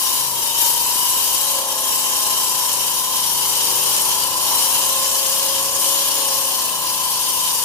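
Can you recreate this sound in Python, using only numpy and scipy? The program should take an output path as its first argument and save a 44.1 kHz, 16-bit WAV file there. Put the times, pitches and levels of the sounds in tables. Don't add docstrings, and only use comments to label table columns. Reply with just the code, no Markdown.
import sys
import numpy as np
from scipy import signal
from scipy.fft import rfft, irfft, next_fast_len
from scipy.io import wavfile
from scipy.ndimage import uniform_filter1d, map_coordinates

SR = 44100
rng = np.random.default_rng(int(sys.argv[2]) if len(sys.argv) > 2 else 0)


def digitize_waveform(pressure):
    field = np.atleast_2d(pressure).T
    bounded = np.clip(field, -1, 1)
    quanta = np.round(bounded * 32767).astype(np.int16)
    wavfile.write(sys.argv[1], SR, quanta)


N = 336924
TIME = np.arange(N) / SR

# time in seconds, turns per second.
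SHAFT_SPEED = [(0.0, 29.08), (0.14, 28.59), (0.44, 25.95), (0.63, 26.07), (0.91, 27.72), (1.16, 28.23),
               (1.49, 29.73), (1.92, 28.89), (2.25, 29.03), (2.74, 27.11), (3.07, 27.99), (3.76, 26.59),
               (4.38, 28.04), (4.69, 29.65), (5.4, 29.99), (6.08, 30.77), (6.41, 29.8), (6.8, 27.95),
               (7.4, 27.85), (7.64, 27.64)]


def amp(db):
    return 10 ** (np.asarray(db) / 20)


def unit(x):
    return x / np.sqrt(np.mean(x ** 2) + 1e-20)


def along(points, hz):
    freqs, values = np.transpose(points)
    return np.interp(np.log(hz + 1), np.log(freqs + 1), values)


def bump(hz, centre, width, db):
    return db / (1 + (2 * (hz - centre) / width) ** 2)


def bumps(hz, modes):
    return sum(bump(hz, *mode) for mode in modes)


def bell(middle, length):
    return .5 ** ((2 * (TIME - middle) / length) ** 2)


def curves(rows):
    times, *columns = np.transpose(rows)
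    return [np.interp(TIME, times, column) for column in columns]


def wobble(rate, t=TIME):
    return map_coordinates(rng.standard_normal(4096), [t * rate + 2], mode="mirror")


def jitter(rate, t=TIME):
    return wobble(rate, t) + 1j * wobble(rate, t)


def pan(db):
    gains = amp(np.array([db, -db]) / 2)
    return gains / np.sqrt(np.mean(gains ** 2, axis=0))


def filtered(x, response):
    size = next_fast_len(N + SR // 4)
    hz = np.fft.rfftfreq(size, 1 / SR)
    return irfft(rfft(x, size) * response(hz), size)[..., :N]


def rush(level_db, pan_db=np.zeros_like, size=4096):
    # frequency in Hz, likeness from 0 to 1.
    likeness = [(50, 0.34), (100, 0.23), (170, 0.35), (450, 0.76), (750, 0.26), (1200, 1), (2000, 0.03),
                (3300, 0.3), (5500, 0.067), (15000, 0.064)]
    hz, t, (first, second) = signal.stft(rng.standard_normal((2, N)), SR, nperseg=size)
    hz = hz[:, None]
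    spread = np.arccos(np.clip(along(likeness, hz), -1, 1)) / 2
    mid, side = first * np.cos(spread), second * np.sin(spread)
    spectrum = np.array([mid + side, mid - side]) * amp(level_db(hz, t)) * pan(pan_db(hz))
    return unit(signal.istft(spectrum, SR, nperseg=size)[1][:, :N])


def from_left(x, lead_ms):
    lead_s = lead_ms / 1000 * np.array([[0.5], [-0.5]])
    return filtered(x, lambda hz: np.exp(2j * np.pi * hz * lead_s))


def reflected(x, echo_db, count=24):
    hop, reach = SR // 5, SR // 40
    echoes = np.zeros((2, N + 4 * hop))
    fade = np.sin(np.pi * np.arange(2 * hop) / (2 * hop))
    padded = np.pad(x, ((0, 0), (hop, 2 * hop)))
    for start in range(0, N + hop, hop):
        taps = np.zeros((2, reach))
        for side in taps:
            strengths = rng.choice([-1, 1], count) / np.sqrt(count)
            side[rng.integers(reach // 10, reach, count)] = strengths
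        copies = signal.fftconvolve(padded[:, start:start + 2 * hop] * fade, taps, axes=1)
        echoes[:, start:start + copies.shape[1]] += copies
    return x + amp(echo_db) * echoes[:, hop:hop + N]


def shaft_speed(inertia_s=0.093):
    speed, = curves(SHAFT_SPEED)
    return uniform_filter1d(speed, int(inertia_s * SR), mode="nearest")


def cutting_db():
    # time in seconds, level in dB.
    contact = [(0, 0.5), (1.2, 0.4), (1.7, -0.6), (2.3, -0.5), (3.1, -1.5), (3.9, 0.6), (4.3, -1),
               (5.4, -0.73), (6.3, -1.56), (6.9, -2.5), (7.64, -1.5)]
    # middle and length in seconds, dip in dB, surge after it in dB.
    lulls = [(0.335, 0.19, 3, -0.5), (0.53, 0.059, 3, 3), (1.648, 0.081, 4.5, 0), (1.78, 0.11, 2.5, -0.1),
             (3.084, 0.066, 1, 0.5), (4.356, 0.15, 2.5, 2), (5.7, .14, 2.5, 1.5), (6.767, 0.13, 2, -0.2)]
    level_db, = curves(contact)
    for middle, length, dip_db, surge_db in lulls:
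        level_db -= dip_db * bell(middle, length)
        level_db += surge_db * bell(middle + 1.77 * length, 2.5 * length)
    return level_db


def throb(turns, once, twice):
    return unit(np.exp(once * np.cos(2 * np.pi * turns) + twice * np.sin(4 * np.pi * turns)))


def swell_db(multiple, t=TIME):
    # lowest and highest multiple, middle and length in seconds, lift in dB.
    spells = [(17, 19, 0.63, 1.7, -3), (36, 36, .66, 0.11, 4.5), (35, 35, 0.96, 0.48, 10.5),
              (36, 38, 1.28, 0.16, -5), (18, 22, 1.68, .27, 4), (26, 34, 1.71, 0.13, 2.5),
              (22, 23, 2.07, .7, 4), (28, 30, 1.92, .66, 4.5), (36, 36, 2.45, 0.51, 2),
              (5, 5, 2.9, 0.28, 2.5), (37, 37, 3.08, 0.33, 6.5), (36, 36, 3.73, .6, -1.5),
              (38, 41, 3.82, 0.54, 4), (14, 14, 3.97, .55, 4.5), (36, 37, 4.3, 0.24, 5),
              (33, 33, 4.68, .36, 10.5), (35, 35, 4.98, .3, 8.5), (5, 5, 5.85, 1.05, 5.5),
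              (32, 34, 5.9, 0.18, 2.5), (37, 37, 7.15, 0.9, 6)]
    return sum(db * .5 ** ((2 * (t - middle) / length) ** 4)
               for low, high, middle, length, db in spells if round(low) <= multiple <= round(high))


def shaft_tones(turns, multiples, colour_db, wander, drift_rate, apart):
    step = 8
    t = TIME[::step]
    knots = np.linspace(0, t[-1], 600)
    speed = np.interp(knots, *np.transpose(SHAFT_SPEED))
    tones = np.zeros((2, len(t)))
    for multiple, db in multiples:
        multiple = round(multiple)
        common = np.exp(2j * np.pi * rng.random()) + wander * jitter(drift_rate, knots)
        room = apart * jitter(drift_rate, knots)
        level_db = db + colour_db(multiple * speed) + swell_db(multiple, knots)
        gains = amp(level_db) * np.array([common + room, common - room])
        tone = np.exp(2j * np.pi * multiple * turns[::step])
        tones += [(np.interp(t, knots, gain) * tone).real for gain in gains]
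    return unit(signal.resample_poly(tones, step, 1, axis=1)[:, :N])


def table_thrum(turns, speed, multiple=5, base_db=-61, waver_db=3.4):
    resonance_db = bump(multiple * speed, centre=135, width=12.5, db=9.4)
    level_db = base_db + resonance_db + swell_db(multiple) + waver_db * wobble(rate=5)
    return amp(level_db) * unit(np.sin(2 * np.pi * multiple * turns)) * pan(1.5)[:, None]


def segment_hum(turns, speed, segments=18, base_db=-51, roughness=0.29):
    resonance_db = bump(segments * speed, centre=545, width=34, db=15.2)
    level_db = base_db + resonance_db + swell_db(segments)
    blows = 1 + roughness * jitter(rate=40)
    hum = (blows * np.exp(2j * np.pi * segments * turns)).real
    return amp(level_db) * unit(hum) * pan(-3.0)[:, None]


def frame_drone(turns):
    # multiple of the shaft speed, relative level in dB.
    drumming = [(2, -7.5), (3, -7.5), (4, -7.5), (6, -5.5), (7, -5), (8, -4.5), (9, -2), (10, -4), (11, -5),
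                (12, -3), (13, -4), (14, -1.5), (15, -2.5), (16, -7), (17, -2), (19, 2), (20, -0.5),
                (21, -1), (22, 3.5), (23, 1), (24, -8), (25, -2), (26, -1), (27, -3)]
    # pitch in Hz, width in Hz, lift in dB.
    frame_modes = [(167.4, 5.3, 7.5), (259.7, 14, 5.5), (305, 10, 6), (372, 19.6, 8.5), (456, 7.5, 11),
                   (509, 25, 8), (566.4, 22, 10), (659, 5.4, 7), (713, 32, -8), (763, 36, 10.5)]
    # frequency in Hz, relative level in dB.
    rumble_colour = [(20, -29), (40, -31), (58, 2.5), (110, -4.5), (220, -3.5), (380, -0.5), (540, 0),
                     (720, -6), (1200, -39), (2500, -55)]
    # frequency in Hz, left over right in dB.
    bass_pan = [(60, 1.5), (250, 2.5), (400, -0.5), (540, -2.5), (670, -17), (800, 14)]
    # time in seconds, drone in dB, rumble in dB.
    shaking = [(0, -42, -44.5), (1.1, -43.5, -41.5), (1.7, -38, -49), (2.3, -41.5, -43),
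               (3.4, -39.5, -50.5), (3.7, -40, -42.5), (4.4, -38, -43), (5.7, -39, -45.5),
               (6.5, -37.5, -49), (7.1, -41.5, -48.5), (7.64, -43.5, -45)]
    drone_db, rumble_db = curves(shaking)
    drone = shaft_tones(turns, drumming, lambda hz: bumps(hz, frame_modes),
                        wander=0.36, drift_rate=7, apart=0.35)
    drone = filtered(drone, lambda hz: pan(along(bass_pan, hz)))
    rumble = rush(lambda hz, t: along(rumble_colour, hz), lambda hz: along(bass_pan, hz))
    return amp(drone_db) * drone + amp(rumble_db) * rumble * throb(turns, once=0.99, twice=0.19)


def guard_whine(turns, speed, waver_db=1.1, roughness=0.26):
    # multiple of the shaft speed, base level in dB.
    strands = [(33, -47), (34, -42), (35, -44.5), (36, -38), (37, -43.5), (38, -45)]
    # pitch in Hz, width in Hz, lift in dB.
    narrow_modes = [(938, 18, 3.5), (980, 20, 2), (1012, 20, 2.5), (1040, 22, 6), (1130, 45, -6)]
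    whine = np.zeros(N)
    for multiple, db in strands:
        multiple = round(multiple)
        level_db = db + bumps(multiple * speed, narrow_modes) + swell_db(multiple)
        level_db += waver_db * wobble(rate=4)
        chop = 1 + roughness * jitter(rate=45)
        tone = np.exp(2j * np.pi * (multiple * turns + rng.random()))
        whine += amp(level_db) * unit((chop * tone).real)
    return whine


def guard_howl(turns, speed, cut_db, follows_cut=0.42, flutter_db=0.6, outer_db=-7, roar_db=-4.5):
    # frequency in Hz, relative level in dB.
    guard_colour = [(450, -24), (700, -6), (780, -4.5), (950, 0.5), (1100, 1), (1250, -16.5), (1500, -36),
                    (1900, -27.5), (2600, -50)]
    # pitch in Hz, width in Hz, lift in dB.
    guard_modes = [(842, 29, 6), (880, 45, 3.5), (990, 30, 7), (1358, 100, 15), (1663, 275, 26.5)]
    # time in seconds, base level in dB, left over right in dB.
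    howl_path = [(0, -32.5, 9), (1.0, -31, 9), (1.27, -32, 2.5), (1.7, -30, 3), (3.4, -31, 3.5),
                 (4.2, -29.5, 2.5), (4.6, -26.5, 2), (4.95, -31, 1), (5.3, -30.5, 3), (5.9, -30, 2),
                 (6.5, -30, 1), (7.64, -32.5, 2)]
    base_db, side_db = curves(howl_path)
    howl_db = base_db + follows_cut * cut_db + flutter_db * wobble(rate=14)
    colour_db = lambda hz, t=None: along(guard_colour, hz) + bumps(hz, guard_modes)
    around_whine = [(multiple, 0) for multiple in range(28, 60) if not 33 <= multiple <= 38]
    outer_tones = shaft_tones(turns, around_whine, colour_db, wander=0.31, drift_rate=3.156, apart=0.21)
    roar = rush(colour_db) * throb(turns, once=0.19, twice=0.053)
    howl = amp(howl_db) * (amp(outer_db) * outer_tones + amp(roar_db) * roar)
    return from_left((guard_whine(turns, speed) + howl) * pan(side_db), lead_ms=0.16)


def disc_whistle(cut_db, pitch_hz=7730, width_hz=170, rest_db=-41.5, fade_s=0.1, waver_db=2.5):
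    # start in seconds, length in seconds, base level in dB.
    spells = [(0.8, 0.85, -32), (1.85, 0.69, -31.5)]
    level_db = rest_db + cut_db + waver_db * wobble(rate=8)
    for start, length, db in spells:
        held = np.clip(np.minimum(TIME - start, start + length - TIME) / fade_s, 0, 1)
        level_db += (db - rest_db) * held
    band_db = lambda hz, t: -20 * np.log10(1 + (2 * (hz - pitch_hz) / width_hz) ** 2)
    return amp(level_db) * rush(band_db)


def disc_ripple_db(hz, t, spacing_hz=42, change_rate=4):
    # frequency in Hz, depth of the ripple in dB.
    ripple_depth = [(1800, .3), (2800, 1.7), (4500, 2), (6500, 1.7), (9000, 1), (15000, 1)]
    field = rng.standard_normal((1024, 128))
    places = np.broadcast_arrays(hz / spacing_hz, t * change_rate)
    return along(ripple_depth, hz) * map_coordinates(field, places, mode="mirror")


def disc_ring_db(hz, t, flare_db=1.7, stray_hz=7):
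    # pitch and width in Hz, first and last lift in dB.
    disc_modes = [(2670, 170, -2, 1.5), (2960, 67, 8.5, 11), (3110, 140, 5, 5), (3253, 110, 9, 6.5),
                  (3425, 94, -27, 2), (3668, 108, 9, 9), (3820, 130, 2, -4.5), (4087, 155, 6.5, 9),
                  (4285, 70, -8, -9), (4390, 84, 5, 10), (4780, 81, 9, 9.5), (5050, 190, 1.5, 6),
                  (5200, 110, 0, -2.5), (5590, 140, 7.5, 9), (6040, 130, 1.5, 1), (6310, 100, 2, 7),
                  (6370, 90, -2, -3), (6730, 100, 6.5, 8), (7150, 170, 4.5, 8.5), (7520, 200, 3, 2.5),
                  (7710, 150, 11.5, 7), (8290, 77, 0, 15.5), (8480, 90, 11, 10), (8810, 55, 3, 6),
                  (8900, 106, 5, 8.5), (9150, 90, 4.5, 7), (9510, 88, 1.5, 4.5), (9600, 180, 1.5, 6),
                  (11230, 200, -0.5, 1), (11750, 160, 1, 2), (12850, 250, 2, 2), (13260, 150, 2, 6),
                  (15350, 120, 7.5, 11)]
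    total_db = disc_ripple_db(hz, t)
    for centre, width, first_db, last_db in disc_modes:
        lift_db = first_db + (last_db - first_db) * t / t[-1] + flare_db * wobble(20, t)
        total_db += bump(hz, centre + stray_hz * wobble(5, t), width, lift_db)
    return total_db


def chipping(flutter_db=0.77, grain_db=0.34):
    return amp(flutter_db * wobble(rate=70) - grain_db * wobble(rate=480))


def grit_and_spray(turns, cut_db, grit_db=-21.5, spray_db=-19, split_hz=8100, pivot_hz=11000):
    # frequency in Hz, relative level in dB.
    scrape_colour = [(700, -25.5), (1500, -15), (2300, -14), (2800, -5.5), (3450, -9), (4500, -8.5),
                     (6000, -3.5), (7900, -9), (9000, -4), (11500, 1), (12300, -6.5), (13200, -3),
                     (14500, -6.5), (15500, -9)]
    # time in seconds, slope in dB per octave.
    spray_tilt = [(0, 2.5), (1.2, 2.5), (1.7, 0.5), (2.4, 1), (3.2, 0.5), (4.6, -0.5), (6, 0), (6.8, 1.5),
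                  (7.64, 1.5)]
    # frequency in Hz, left over right in dB.
    treble_pan = [(1700, 5), (2900, 0), (4200, 1.5), (4800, 3), (5400, 1.5), (6600, -1), (7900, -0.5),
                  (8400, 3), (8850, 14), (9700, 9.5), (11500, 5), (12900, 15), (13500, 3), (15000, 7)]

    def colour_db(hz, t):
        octaves = np.log2(np.maximum(hz, split_hz) / pivot_hz)
        tilt_db = np.interp(t, *np.transpose(spray_tilt)) * octaves
        return along(scrape_colour, hz) + disc_ring_db(hz, t) + tilt_db

    scrape = rush(colour_db, lambda hz: along(treble_pan, hz), size=2048)
    scrape = from_left(reflected(scrape, echo_db=-8.0), lead_ms=0.12)
    lower = filtered(scrape, lambda hz: 1 / (1 + (hz / split_hz) ** 20))
    grit = unit(lower * chipping() * throb(turns, once=0.069, twice=0.018))
    spray = unit((scrape - lower) * chipping() * throb(turns, once=0.084, twice=0.084))
    return amp(grit_db + cut_db) * grit + amp(spray_db + 1.19 * cut_db) * spray


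def scene():
    speed, cut_db = shaft_speed(), cutting_db()
    turns = np.cumsum(speed) / SR
    body = frame_drone(turns) + table_thrum(turns, speed) + segment_hum(turns, speed)
    return body + guard_howl(turns, speed, cut_db) + grit_and_spray(turns, cut_db) + disc_whistle(cut_db)


def record(dry, top_hz=15520):
    # frequency in Hz, width in Hz, change in dB.
    notch = [(8170, 290, -8)]
    return filtered(dry, lambda hz: amp(bumps(hz, notch)) * (hz < top_hz))


dry = scene()
out = record(dry)
digitize_waveform(out)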